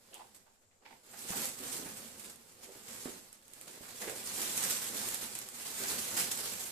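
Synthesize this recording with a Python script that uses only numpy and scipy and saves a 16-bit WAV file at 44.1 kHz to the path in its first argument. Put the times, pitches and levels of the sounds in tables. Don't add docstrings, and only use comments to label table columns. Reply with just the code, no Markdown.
import sys
import numpy as np
from scipy import signal
from scipy.fft import rfft, irfft
from scipy.io import wavfile
from scipy.ndimage import uniform_filter1d

SR = 44100
rng = np.random.default_rng(int(sys.argv[2]) if len(sys.argv) > 2 else 0)


def unload_audio(sound):
    columns = np.transpose(np.atleast_2d(sound))
    steps = np.round(np.clip(columns, -1, 1) * 32767)
    wavfile.write(sys.argv[1], SR, steps.astype(np.int16))


N = 295911
TIME = np.arange(N) / SR
HZ = np.fft.rfftfreq(N, 1 / SR)

# t/s, level/dB. It noses the tunnel, climbs on (from 1.2 s),
# treads it down (2.6 s), burrows in (3.6 s) and wriggles inside (5.9 s).
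EFFORT = [(0, -68), (.2, -66), (.33, -71.5), (.78, -82.5), (.9, -68.5), (1.02, -69), (1.16, -53.5),
          (1.4, -40.5), (1.56, -50), (1.73, -42.5), (1.88, -51.5), (2.08, -51), (2.14, -56), (2.32, -58.5),
          (2.41, -63.5), (2.6, -63), (3.02, -47.5), (3.43, -71.5), (3.58, -58), (3.96, -52), (4.33, -45.5),
          (4.4, -40), (4.72, -38), (4.89, -46), (5.0, -39.5), (5.5, -53.5), (5.86, -39.5), (6.7, -46)]
# peak t/s, level/dB, centre f/Hz
TUNNEL_SWELLS = [(.13, -60, 428), (.83, -69, 398), (.91, -66, 300), (1.38, -47.5, 226), (1.62, -51.5, 262),
                 (1.8, -48.5, 300), (2.69, -56.5, 395), (3.085, -51.5, 400), (3.682, -57, 457),
                 (4.03, -46.5, 413), (4.1, -50, 453), (4.392, -46.5, 328), (4.96, -53, 220),
                 (5.825, -47.5, 338), (6.2, -49.5, 227)]
# t/s, pad level/dB, claw level/dB, claw f/Hz
PAW_SCUFFS = [(0.136, -70, -56.5, 2950), (.165, -60, -82, 2600), (0.202, -54, -65.5, 2210),
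              (0.469, -69, -71.5, 1300), (.715, -85, -76.5, 1900), (.826, -77, -70, 1100),
              (.86, -60, -58, 2050), (0.912, -58.5, -62, 1860), (1.14, -62, -57, 1380),
              (1.323, -56, -47.5, 1240), (1.86, -55, -53, 1580), (2.633, -76, -61.5, 2390),
              (3.06, -62, -52, 1430), (3.84, -76, -56.5, 1370), (4.024, -67, -48.5, 1660),
              (4.077, -55, -49, 1840), (4.392, -55, -57, 1500), (5.84, -55, -48, 1810),
              (6.182, -52, -45.5, 1900)]
# t/s, level/dB
CREASE_SNAPS = [(0.143, -40), (.27, -57), (1.456, -28.5), (1.971, -37), (2.197, -42), (2.359, -47),
                (3.329, -43.5), (3.481, -47.5), (3.536, -41.5), (3.613, -40), (3.679, -54), (4.098, -32.5),
                (4.577, -24), (5.088, -28), (5.145, -27.5), (5.199, -44), (5.353, -32), (5.389, -30.5),
                (5.488, -35)]
# peak t/s, level/dB, decay/s
CLOTH_SWISHES = [(.144, -57, 0.016), (0.349, -55.5, .018), (0.363, -53.5, 0.01), (1.224, -56, 0.0092),
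                 (1.306, -42.5, 0.018), (1.97, -55, 0.061), (2.2, -53, 0.062), (2.3, -50, 0.022),
                 (2.635, -52, 0.032), (2.885, -52, 0.019), (3.329, -59.5, 0.036), (3.679, -47.5, 0.0082),
                 (4.024, -47, 0.13), (4.82, -37, 0.029), (5.143, -50, .008), (5.355, -48, 0.0065),
                 (5.416, -42, 0.012), (5.55, -44, 0.059), (5.658, -41.5, 0.026), (6.176, -31, 0.048),
                 (6.318, -35.5, 0.026), (6.438, -41, 0.063)]
# t/s, level/dB, f/Hz, decay/s
PAW_THUMPS = [(1.304, -35.5, 180, 0.014), (1.861, -38.5, 238, 0.0055), (2.757, -43, 298, .0045),
              (3.057, -30.5, 320, .004), (3.808, -40.5, 224, 0.0047), (4.077, -37, 418, .008)]

# f/Hz, relative level/dB
BACKGROUND_SPECTRUM = [(15, 25.5), (40, 14), (70, 17.5), (110, 19.5), (200, -29), (500, 13), (1200, 4),
                       (3000, -16), (7500, 5.5), (10000, -15), (14500, -54)]
CRINKLE_SPECTRUM = [(100, -24), (500, -21), (1200, -5.5), (2300, -2.5), (4000, -1), (5500, -1),
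                    (8000, -1.5), (11000, 1), (14500, -2)]
SLIDE_SPECTRUM = [(60, -41), (250, -6), (550, -2.5), (800, 1), (1100, -0.5), (1500, -0.5), (2200, -2),
                  (3000, -5.5), (5000, -3.5), (12000, -49)]
FLAP_SPECTRUM = [(15, -61), (45, -7.5), (70, -8), (110, -4), (160, -1.5), (230, 2.5), (290, -3.5),
                 (380, -2), (530, -0.5), (750, -11), (2000, -23), (8000, -71)]
SNAP_SPECTRUM = [(200, -31), (1000, -29), (2400, -8), (5000, -16), (8000, -7), (11000, -4.5), (14500, -10)]
PUFF_SPECTRUM = [(20, -50), (100, -11), (250, 2), (600, 0.5), (1500, -27), (6000, -67)]

# f/Hz, T60/s
ROOM_T60 = [(100, 0.69), (500, 0.24), (2000, 0.21), (6000, 0.35), (14000, 0.14)]
# f/Hz, correlation/1
PORT_COHERENCE = [(60, 0.31), (130, 0.84), (290, 0.87), (640, 0.48), (1410, 0.0045), (3100, 0.086),
                  (7000, 0)]
# f/Hz, left minus right level/dB
PORT_BALANCE = [(60, -3.5), (200, -3.5), (400, -5.5), (1100, -3), (2200, -4), (4200, -2.5), (6000, -3),
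                (8000, -9.5), (10000, -6.5), (14500, -6.5)]
# f/Hz, width/Hz, boost/dB
PORT_CAVITIES = [(7260, 2200, 10), (8100, 1400, 5.5)]


def amp(db):
    return 10 ** (np.asarray(db) / 20)


def unit_rms(x):
    return x / np.sqrt(np.mean(np.atleast_2d(x).mean(0) ** 2) + 1e-20)


def curve(points, hz):
    f, value = np.transpose(points)
    return np.interp(np.log(hz + 1), np.log(f), value)


def colour(x, spectrum, size=4096):
    log_gain = np.log(amp(curve(spectrum, abs(np.fft.fftfreq(size, 1 / SR)))))
    response = np.exp(np.conj(signal.hilbert(log_gain)))
    taps = np.fft.ifft(response).real[:size // 2]
    return signal.oaconvolve(x, taps[None] / np.linalg.norm(taps), axes=1)[:, :N]


def resonate(x, hz, width_hz):
    resonator = signal.iirpeak(hz, hz / width_hz, fs=SR)
    return unit_rms(signal.lfilter(*resonator, signal.lfilter(*resonator, x)))


def wander(rate_hz):
    return unit_rms(irfft(rfft(rng.standard_normal(N)) / (1 + (HZ / rate_hz) ** 4), N))


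def at_ports(x):
    left, other = rfft(x)
    coherence = np.clip(curve(PORT_COHERENCE, np.fft.rfftfreq(x.shape[1], 1 / SR)), -1, 1)
    right = coherence * left + np.sqrt(1 - coherence ** 2) * other
    return irfft(np.array([left, right]), x.shape[1])


def noise():
    return at_ports(rng.standard_normal((2, N)))


def grains(per_s, spread_db):
    size = amp(spread_db * np.minimum(rng.exponential(1, N), 4))
    occurs = rng.random(N) < per_s / SR
    return unit_rms(at_ports(size * occurs * rng.standard_normal((2, N))))


def stroke(peak_s, rise_s, decay_s):
    envelope = np.zeros(N)
    span = slice(max(int((peak_s - 5 * rise_s) * SR), 0), int((peak_s + 10 * decay_s) * SR))
    t = TIME[span] - peak_s
    envelope[span] = np.exp(-(np.minimum(t, 0) / rise_s) ** 2 / 2 - np.maximum(t, 0) / decay_s)
    return envelope


def effort_gain(full_db, exponent, full_effort_db=-40):
    effort_db = np.interp(TIME, *np.transpose(EFFORT))
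    return amp(full_db + exponent * (effort_db - full_effort_db))


def swish_gain(rise_share=0.13):
    power = sum((amp(db) * stroke(s, rise_share * decay, decay)) ** 2 for s, db, decay in CLOTH_SWISHES)
    return np.sqrt(power)


def cascades(per_s=330, decay_s=0.0096):
    starts = rng.uniform(0.22, 1, N) * (rng.random(N) < per_s / SR)
    activity = signal.lfilter([1], [1, -np.exp(-1 / (decay_s * SR))], starts)
    return unit_rms(activity - activity.mean())


def patchy(x, patch_db=1.38, bins=5, frames=14):
    spectrogram = signal.stft(x, SR, nperseg=256)[2]
    field = rng.standard_normal(spectrogram.shape[1:])
    for width, axis in (bins, 0), (frames, 1), (bins, 0):
        field = uniform_filter1d(field, width, axis=axis)
    return signal.istft(spectrogram * amp(patch_db * field / field.std()), SR)[1][:, :N]


def background(level_db=-76):
    return amp(level_db) * unit_rms(colour(noise(), BACKGROUND_SPECTRUM))


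def crinkling(grip, buckle_db=-5, crackle_db=-13, cascade_db=1.5, grip_db=1.0):
    level = np.hypot(effort_gain(full_db=-40, exponent=1), swish_gain())
    buckles = amp(buckle_db) * grains(per_s=5000, spread_db=3.0)
    crackles = amp(crackle_db) * grains(per_s=450, spread_db=-1.0)
    clumps = amp(cascade_db * cascades() + grip_db * grip)
    excitation = (noise() + buckles + crackles) * clumps
    return level * unit_rms(patchy(colour(excitation, CRINKLE_SPECTRUM)))


def sliding(grip, grip_db=1.3, swish_db=-11):
    slips = grains(per_s=5000, spread_db=0.5) * amp(grip_db * grip)
    level = np.hypot(effort_gain(full_db=-50, exponent=0.77), amp(swish_db) * swish_gain())
    return level * unit_rms(colour(slips, SLIDE_SPECTRUM))


def flapping(grip, grip_db=1.27, swish_db=-17, on_top_s=2.23, spread_s=0.44, on_top_db=3):
    flips = grains(per_s=2000, spread_db=0.5) * amp(grip_db * grip)
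    weight = amp(on_top_db * np.exp(-((TIME - on_top_s) / spread_s) ** 2 / 2))
    level = np.hypot(weight * effort_gain(full_db=-53, exponent=0.67), amp(swish_db) * swish_gain())
    return level * unit_rms(colour(flips, FLAP_SPECTRUM))


def tunnel_swells(rise_s=0.014, decay_s=0.055, width_hz=325):
    excitation = grains(per_s=6000, spread_db=0.0)
    return sum(amp(db) * stroke(s, rise_s, decay_s) * resonate(excitation, hz, width_hz)
               for s, db, hz in TUNNEL_SWELLS)


def paw_scuffs(rise_s=0.0054, decay_s=0.037, scrape_db=-4.5):
    friction = grains(per_s=6000, spread_db=6.5)
    pad = resonate(friction, hz=860, width_hz=300)
    scrape = amp(scrape_db) * unit_rms(colour(noise(), SLIDE_SPECTRUM))
    out = np.zeros((2, N))
    for s, pad_db, claw_db, claw_hz in PAW_SCUFFS:
        claws = resonate(friction, claw_hz, width_hz=1280) + scrape
        out += stroke(s, rise_s, decay_s) * (amp(pad_db) * pad + amp(claw_db) * claws)
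    return out


def crease_snaps(gain_db=1):
    bursts = sum(amp(db) * stroke(s, rise_s=0.0002, decay_s=0.0015) for s, db in CREASE_SNAPS)
    return amp(gain_db) * colour(noise() * bursts, SNAP_SPECTRUM)


def paw_thumps(ring_db=-1, puff_db=-11):
    ring, puff = np.zeros((2, N))
    for s, db, hz, decay in PAW_THUMPS:
        oscillation = np.sin(2 * np.pi * hz * (TIME - s))
        ring += amp(db) * stroke(s, rise_s=0.00008, decay_s=decay) * oscillation
        puff += amp(db) * stroke(s, rise_s=0.00038, decay_s=0.011)
    return amp(ring_db) * ring + amp(puff_db) * colour(noise() * puff, PUFF_SPECTRUM)


def echoes(tail_db, early_db, size=16384, count=8):
    scatter = rng.standard_normal((2, size)) * (rng.random((2, size)) < .1)
    hz, t, spectrogram = signal.stft(scatter, SR, nperseg=256)
    decay = amp(-60 * t / curve(ROOM_T60, hz)[:, None]) * (t > .004)
    tail = signal.istft(spectrogram * decay, SR)[1]
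    tail /= np.linalg.norm(tail, axis=1, keepdims=True)
    early = np.zeros_like(tail)
    delays = (rng.uniform(.001, .012, (2, count)) * SR).astype(int)
    np.put_along_axis(early, delays, rng.choice([-1, 1], (2, count)) / np.sqrt(count), 1)
    return amp(tail_db) * tail + amp(early_db) * early


def room(direct, tail_db=-8, early_db=-11, cycle_hz=9, spots=6):
    place = cycle_hz * TIME + .2 * wander(rate_hz=9.8)
    out = direct
    for spot in range(spots):
        distance = abs((place * spots - spot + spots / 2) % spots - spots / 2)
        share = np.cos(np.pi / 2 * np.minimum(distance, 1))
        response = at_ports(echoes(tail_db, early_db))
        out = out + signal.oaconvolve(direct * share, response, axes=1)[:, :N]
    return out / np.sqrt(1 + amp(tail_db) ** 2 + amp(early_db) ** 2)


def scene():
    grip = wander(rate_hz=14.4)
    cloth = crinkling(grip) + sliding(grip) + flapping(grip)
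    play = room(cloth + crease_snaps() + paw_thumps() + paw_scuffs() + tunnel_swells())
    left_db = curve(PORT_BALANCE, HZ) / 2
    return irfft(rfft(play) * amp([left_db, -left_db]), N) + background()


def record(dry, gain_db=-1, cutoff_hz=14650):
    cavity_db = np.array([db / (1 + (2 * (HZ - hz) / width) ** 2) for hz, width, db in PORT_CAVITIES])
    heard = irfft(rfft(dry) * amp(cavity_db + gain_db), N)
    low_pass = signal.firwin(401, cutoff_hz, window=("kaiser", 8), fs=SR)
    return signal.oaconvolve(heard, low_pass[None], "same", axes=1)


dry = scene()
out = record(dry)
unload_audio(out)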